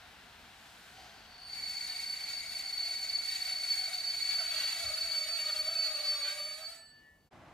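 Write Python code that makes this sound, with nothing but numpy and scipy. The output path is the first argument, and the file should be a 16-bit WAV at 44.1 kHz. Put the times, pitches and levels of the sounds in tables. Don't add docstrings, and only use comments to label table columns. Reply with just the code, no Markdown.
import sys
import numpy as np
from scipy import signal
from scipy.fft import rfft, irfft
from scipy.io import wavfile
from scipy.ndimage import uniform_filter1d

SR = 44100
rng = np.random.default_rng(int(sys.argv[2]) if len(sys.argv) > 2 else 0)


def bounce(signal):
    frames = np.transpose(np.atleast_2d(signal))
    limited = np.clip(frames, -1, 1)
    pcm = np.round(limited * 32767).astype(np.int16)
    wavfile.write(sys.argv[1], SR, pcm)


N = 332100
T = np.arange(N) / SR
FREQS = np.fft.rfftfreq(N, 1 / SR) + 1e-3

STOP_S = 7.15
SPEED = np.clip(1 - T / STOP_S, .003, 1)

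# time in seconds, level in dB.
FRICTION_LEVEL = [(1.6, -58.5), (1.9, -55.5), (2.65, -56.5), (2.83, -54), (3.08, -56), (3.42, -52),
                  (3.58, -54), (3.73, -50.5), (4.02, -55), (4.28, -51), (4.46, -53.1), (4.62, -50),
                  (5.2, -53), (5.48, -51.5), (5.7, -54.5), (6.25, -52.5)]
# frequency in Hz, density in dB per Hz.
HISS_SPECTRUM = [(500, -18.5), (1200, -18.5), (2000, 0), (3200, -1.5), (4800, 0.5), (6000, -1), (8200, -1),
                 (10000, -3), (12000, -4), (14000, -9), (15500, -19)]


def undb(db):
    return 10 ** (np.asarray(db) / 20)


def unit(x):
    return x / np.sqrt(np.mean(np.abs(x) ** 2))


def curve(table):
    s, value = np.transpose(table)
    return np.interp(T, s, value)


def across(points):
    hz, value = np.transpose(points)
    return np.interp(np.log(FREQS), np.log(hz), value)


def walk(rate_hz):
    lowpass = 1 / (1 + (2 * FREQS / rate_hz) ** 4)
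    return unit(irfft(rfft(rng.standard_normal(N)) * lowpass, N))


def phase_of(hz):
    return 2 * np.pi * np.cumsum(hz) / SR


def envelope(start_s, attack_s, ebb_s, release_s):
    rise = np.clip((T - start_s) / attack_s, 0, 1)
    fall = np.clip(1 - (T - ebb_s) / release_s, 0, 1)
    return rise * fall


def bell(when_s, half_length_s):
    return np.exp(-((T - when_s) / half_length_s) ** 2)


def rises(table):
    return sum(db * bell(s, half_s) for s, half_s, db in table)


def resonances(table):
    power = 0
    for hz, width_hz, db in table:
        power = power + undb(2 * db) / (1 + 2 * ((FREQS - hz) / width_hz) ** 2) ** 2
    return np.sqrt(power)


def spread(gain, grain_db=0):
    # frequency in Hz, likeness of the two microphone ports from 0 to 1.
    likeness = [(60, .94), (300, .88), (700, .92), (1400, .8), (2400, .6), (4200, .65), (5500, .45),
                (7800, .45), (9000, .35), (12000, .28), (14000, .05)]
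    sizes = undb(grain_db * rng.standard_normal(N))
    mid, side = rfft(rng.standard_normal((2, N)) * sizes) * gain
    alike = np.clip(across(likeness), 0, 1)
    mid = irfft(mid * np.sqrt(1 + alike), N)
    side = irfft(side * np.sqrt(1 - alike), N)
    return (mid + np.array([[1], [-1]]) * side) / np.std(mid)


def steady(x, seconds):
    size = int(seconds * SR)
    power = uniform_filter1d((x ** 2).mean(axis=0), size)
    power = uniform_filter1d(power, size)
    return x / np.sqrt(np.abs(power) + 1e-9)


def station(x, echo_db, t60_s, apart=.5):
    t = T[:SR // 2]
    common, own = rng.standard_normal(len(t)), rng.standard_normal((2, len(t)))
    decay = np.exp(-np.log(1000) * t / t60_s) * (t > .004)
    tail = (common + apart * own) * decay
    tail *= undb(echo_db) / np.sqrt(np.sum(tail ** 2, axis=1, keepdims=True))
    return x + signal.fftconvolve(x[None], tail, axes=1)[:, :N]


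def grip():
    return envelope(start_s=1.465, attack_s=.092, ebb_s=6.194, release_s=.67)


def build_up():
    full_s, grow_db_per_s = 1.56, 77
    fade_s, die_db_per_s = 6.382, 50
    growing_db = -grow_db_per_s * np.maximum(full_s - T, 0)
    dying_db = -die_db_per_s * np.maximum(T - fade_s, 0)
    return undb(growing_db + dying_db)


def street():
    # frequency in Hz, relative density in dB per Hz.
    street_spectrum = [(18, -34), (30, -10.5), (107, -4.5), (228, -7), (364, -9), (448, -14.5), (645, -4.5),
                       (735, -8.5), (1170, -10.5), (1780, -15.5), (1920, -16), (15000, -45)]
    street_db = -56.5
    return undb(street_db) * spread(undb(across(street_spectrum)))


def air():
    # time in seconds, half length in seconds, level in dB.
    early_swells = [(0.817, 0.35, -65)]
    swell = sum(undb(db) * bell(s, half_s) for s, half_s, db in early_swells)
    return swell * spread(undb(across(HISS_SPECTRUM)))


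def rolling():
    # frequency in Hz, relative density in dB per Hz.
    roar_spectrum = [(210, -60), (350, -19.5), (437, -9), (496, -23.5), (619, -9), (681, -0.5), (878, -2.5),
                     (1240, -4.5), (1480, 1.5), (1790, -2), (4090, -5.5), (6580, -16.5), (14100, -25),
                     (15500, -34)]
    rumble_spectrum = [(20, -28), (40, -2), (58, 1), (80, -1), (120, -4.5), (230, -5), (380, -11.5),
                       (700, -11), (2000, -28)]
    # time in seconds, level in dB.
    jolt_levels = [(4.88, -56), (5.06, -59), (5.68, -68)]
    roar_db = -56.3
    rumble_db, rumble_speed_db = -70, 7
    swell_db, throb_db = .4 * walk(12), 1.2 * walk(14)
    roar = undb(roar_db + swell_db) * np.sqrt(SPEED) * spread(undb(across(roar_spectrum)), grain_db=2)
    jolts = sum(undb(db) * bell(s, .036) for s, db in jolt_levels)
    thuds = jolts * spread(resonances([(75, 57, 0)]))
    rumble_gain = undb(rumble_db + rumble_speed_db * SPEED + throb_db)
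    rumble = rumble_gain * spread(undb(across(rumble_spectrum)))
    return roar + thuds + rumble


def last_tones():
    # start, peak and end in seconds, frequency in Hz, level in dB before lift_db.
    thin_tones = [(6.3, 6.98, 7.3, 1755, -66.5), (6.98, 7.08, 7.22, 1906, -72), (6.7, 7.15, 7.4, 2207, -81),
                  (6.5, 6.9, 7.5, 2929, -77), (6.55, 6.78, 7.0, 7965, -67), (6.5, 6.68, 7.0, 13520, -71),
                  (5.5, 5.95, 6.7, 2590, -58.5), (5.95, 6.2, 6.45, 5085, -57.5),
                  (5.6, 6.15, 6.8, 3880, -60), (5.75, 5.92, 6.08, 7105, -61), (6.48, 6.58, 6.68, 7830, -66),
                  (7.08, 7.22, 7.36, 4498, -79)]
    lift_db = 3.5
    out = np.zeros(N)
    waver = np.interp(T, [6.3, 6.8], [.005, .0015])
    for start, peak, end, hz, db in thin_tones:
        swell = np.sin(np.pi / 2 * np.interp(T, [start, peak, end], [0, 1, 0])) ** 2
        flicker_db = 2.5 * walk(16)
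        tone = np.sin(phase_of(hz * (1 + waver * walk(67.4))))
        out += undb(db + flicker_db) * swell * tone
    return undb(lift_db) * station(out, echo_db=-7, t60_s=.3, apart=1.1)


def squawk():
    # frequency in Hz, width in Hz, level in dB.
    squawk_modes = [(2170, 220, -55.5), (4510, 270, -51)]
    full_above_speed = .47
    torn = np.minimum(SPEED / full_above_speed, 1) ** 2
    drives = grip(), build_up() ** .63
    out = 0
    for drive, (hz, width_hz, db) in zip(drives, squawk_modes):
        flicker_db = 1.3 * walk(20)
        out = out + drive * undb(db + flicker_db) * spread(resonances([(hz, width_hz, 0)]))
    return torn * out


def groan():
    # time in seconds, pitch in Hz.
    groan_pitch = [(1, 725), (2.3, 735), (3.02, 695), (3.45, 730), (3.9, 735), (4.15, 690), (4.38, 730),
                   (4.55, 632), (4.7, 700), (4.86, 625), (5, 660), (5.2, 610), (5.36, 655), (5.52, 610),
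                   (5.76, 658), (5.94, 605), (6.28, 584), (6.7, 655)]
    # time in seconds, half length in seconds, change in dB.
    moan_changes = [(1.03, .11, 8.5), (2.65, 0.035, 5), (2.87, 0.059, 6.5), (3.25, 0.11, -4.5),
                    (3.51, 0.029, 7), (3.88, 0.1, 6), (4.2, 0.092, -5), (4.41, 0.015, 12), (4.55, .05, 4.5),
                    (4.7, 0.046, -5), (4.88, 0.062, 5.5), (5.02, 0.044, 3), (5.6, 0.29, 2), (6.4, 0.015, 5)]
    groan_db, groan_speed_db = -48.5, -19.5
    scatter = .015 + .1 * SPEED
    scattered = 1 + scatter * (.9 * walk(130) + .4 * walk(25))
    phase = phase_of(curve(groan_pitch) * scattered)
    second_db = -3 - 22 * SPEED ** 3
    upper_db = -5 + 10 * np.log10(SPEED)
    harmonics = [(3, .7), (4, 1), (5, .6), (6, 1.2), (8, .8)]
    upper = sum(size * np.sin(k * phase) for k, size in harmonics)
    tone = np.sin(phase) + undb(second_db) * np.sin(2 * phase) + undb(upper_db) * upper
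    second_block = np.sin(phase_of(755 * (1 + .06 * walk(130))))
    tone += undb(-13 + 3 * walk(12)) * second_block
    flutter = undb(1.6 * walk(35))
    moan = steady(station(tone, echo_db=4, t60_s=.34, apart=.25), seconds=.051) * flutter
    moan = signal.sosfilt(signal.butter(6, 525, "high", fs=SR, output="sos"), moan)
    slipping = envelope(start_s=.8, attack_s=.2, ebb_s=6.045, release_s=.83) ** .63
    return undb(groan_db + groan_speed_db * SPEED + rises(moan_changes)) * slipping * moan


def squeaks(count, low_hz, high_hz, mean_length_s, glide):
    out, t = np.zeros(N), np.arange(SR // 6) / SR
    for when, pitch, length, bend, size in rng.random((count, 5)):
        hz = low_hz + (high_hz - low_hz) * pitch
        age = np.minimum(t / (mean_length_s * (.5 + length)), 1)
        tone = np.sin(phase_of(hz * (1 + glide * (2 * bend - 1) * age)))
        start = int(when * (N - len(t)))
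        out[start:start + len(t)] += (.5 + size) * np.sin(np.pi * age) ** 2 * tone
    return unit(station(out, echo_db=-1, t60_s=.4, apart=1.4))


def grinding():
    # frequency in Hz, relative density in dB per Hz.
    rasp_spectrum = [(500, -22.5), (800, -5), (1020, -9), (1250, -3.5), (1600, 0), (2400, -9), (3300, -2.5),
                     (5000, -22), (8000, -27)]
    # frequency in Hz, width in Hz, relative level in dB.
    ring_modes = [(1513, 32, -4), (1923, 60, 4), (2257, 64, 6.5), (2625, 160, -1.5), (3823, 285, 2),
                  (4570, 97, -0.5), (5190, 91, -2), (5410, 35, -1), (6210, 35, 0), (6830, 22, 7.5),
                  (6870, 48, -5), (9010, 220, -1.5), (9900, 62, -10), (12830, 86, -8), (13700, 200, -12)]
    # time in seconds, half length in seconds, rise in dB.
    scrape_rises = [(1.92, 0.025, 8), (2.24, 0.057, 7), (4.38, 0.088, 4), (4.63, 0.12, 5.5),
                    (5.5, 0.013, 8.5), (6.25, 0.064, 4.5)]
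    hiss_db, rings_db, rasp_db, rasp_speed_db = 2.5, 2, 4, -11
    chatter_db, flare_db, catch_db = 1.2 * walk(21), 2.1 * walk(54), .68 * walk(15)
    hiss = undb(hiss_db) * spread(undb(across(HISS_SPECTRUM)), grain_db=4)
    catches = squeaks(count=900, low_hz=1350, high_hz=4000, mean_length_s=.06, glide=.02)
    scrape = .6 * spread(undb(across(rasp_spectrum)), grain_db=5) + .75 * catches
    rasp = undb(rasp_db + rasp_speed_db * SPEED + rises(scrape_rises) + catch_db) * scrape
    rings = undb(rings_db + flare_db) * spread(resonances(ring_modes))
    return (hiss + rasp + rings) * undb(curve(FRICTION_LEVEL) + chatter_db) * grip()


def wheel_phases(hz, rough, count):
    return [phase_of(hz + rough * (11 * walk(35) + 12 * walk(500))) for _ in range(count)]


def chorus(phases, order, step_db, apart):
    tone = sum(undb(k * step_db) * np.sin(order * p) for k, p in enumerate(phases))
    return steady(station(tone, echo_db=1, t60_s=.6, apart=apart), seconds=.06)


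def squeal():
    # time in seconds, pitch in Hz.
    squeal_pitch = [(1.3, 4492), (2.8, 4487), (4.5, 4491), (6.2, 4495), (6.8, 4506), (7.2, 4498)]
    # time in seconds, half length in seconds, change in dB.
    flare_changes = [(1.68, 0.057, 5), (2.19, 0.019, -9), (2.45, 0.02, -15), (2.8, 0.038, 6),
                     (3.15, 0.044, 7), (3.39, 0.014, -14), (3.72, 0.025, 4), (3.91, 0.027, -12),
                     (4.08, 0.029, 7.5), (4.34, .04, 6), (4.82, 0.086, -4), (5.17, 0.04, 4),
                     (5.83, 0.086, 6), (6.08, 0.033, 4.5), (6.36, 0.031, -13), (6.59, 0.024, -7.5),
                     (6.68, 0.054, 7)]
    main_db, main_speed_db, overtone_db = 18, -3, -2
    third_db = -4.5
    hz = curve(squeal_pitch)
    rough = np.interp(T, [1.6, 4.6, 5.8, 6.9], [1.3, 1.15, .7, .5])
    main = wheel_phases(hz, rough, count=3)
    lower = wheel_phases(hz / 2, rough, count=3)
    flutter_db = 1.1 * walk(34) + 1 * SPEED * walk(120)
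    singing = build_up() * envelope(start_s=1.2, attack_s=.15, ebb_s=7.0, release_s=.13)
    wheels = chorus(main, order=1, step_db=-4.5, apart=.85)
    level_db = main_db + main_speed_db * SPEED + rises(flare_changes) + flutter_db
    out = undb(level_db) * singing * wheels
    saturated = envelope(start_s=1.355, attack_s=.13, ebb_s=6.465, release_s=.47)
    overtones = chorus(main, order=2, step_db=-3, apart=1.5)
    overtones += undb(-11.5) * chorus(main, order=3, step_db=-14, apart=3)
    overtone_flutter_db = 1.5 * walk(24)
    out += undb(overtone_db + overtone_flutter_db) * saturated * overtones
    below = chorus(lower, order=1, step_db=-2, apart=1.3)
    third = chorus(lower, order=3, step_db=-4, apart=1.0)
    lower_flutter_db = 2 * walk(16)
    out += undb(lower_flutter_db) * grip() * (below + undb(third_db) * third)
    return undb(curve(FRICTION_LEVEL)) * out


def at_ports(x):
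    # frequency in Hz, left minus right level in dB.
    balance = [(100, -.8), (400, -.8), (650, 1.5), (1000, .4), (1600, 2), (2400, 3.2), (4400, 2.5),
               (5200, .3), (7500, -.6), (9000, -3.5), (12500, -4), (13500, -7), (15000, -3.5)]
    # frequency in Hz, lead of the left port in radians.
    lead = [(100, 0), (600, .2), (1500, .5), (1850, .4), (2250, 1.2), (2700, .5), (4500, .7), (6000, .5),
            (6750, 1.1), (7800, .4), (9000, 1.8), (11000, 2.8)]
    ports = np.array([[1], [-1]]) / 2
    shading = undb(ports * across(balance)) * np.exp(1j * ports * across(lead))
    return irfft(rfft(x) * shading, N)


def scene():
    cut_s, resume_s = 7.283, 7.318
    train = air() + rolling() + last_tones() + squawk() + groan() + grinding() + squeal()
    train_fade = np.clip((cut_s - T) / .02 + .5, 0, 1)
    street_fade = np.clip((T - resume_s) / .024 + .5, 0, 1)
    return at_ports(train) * train_fade + street() * street_fade


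def record(dry):
    top_hz = 15400
    return signal.sosfilt(signal.ellip(8, .2, 70, top_hz, fs=SR, output="sos"), dry)


dry = scene()
out = record(dry)
bounce(out)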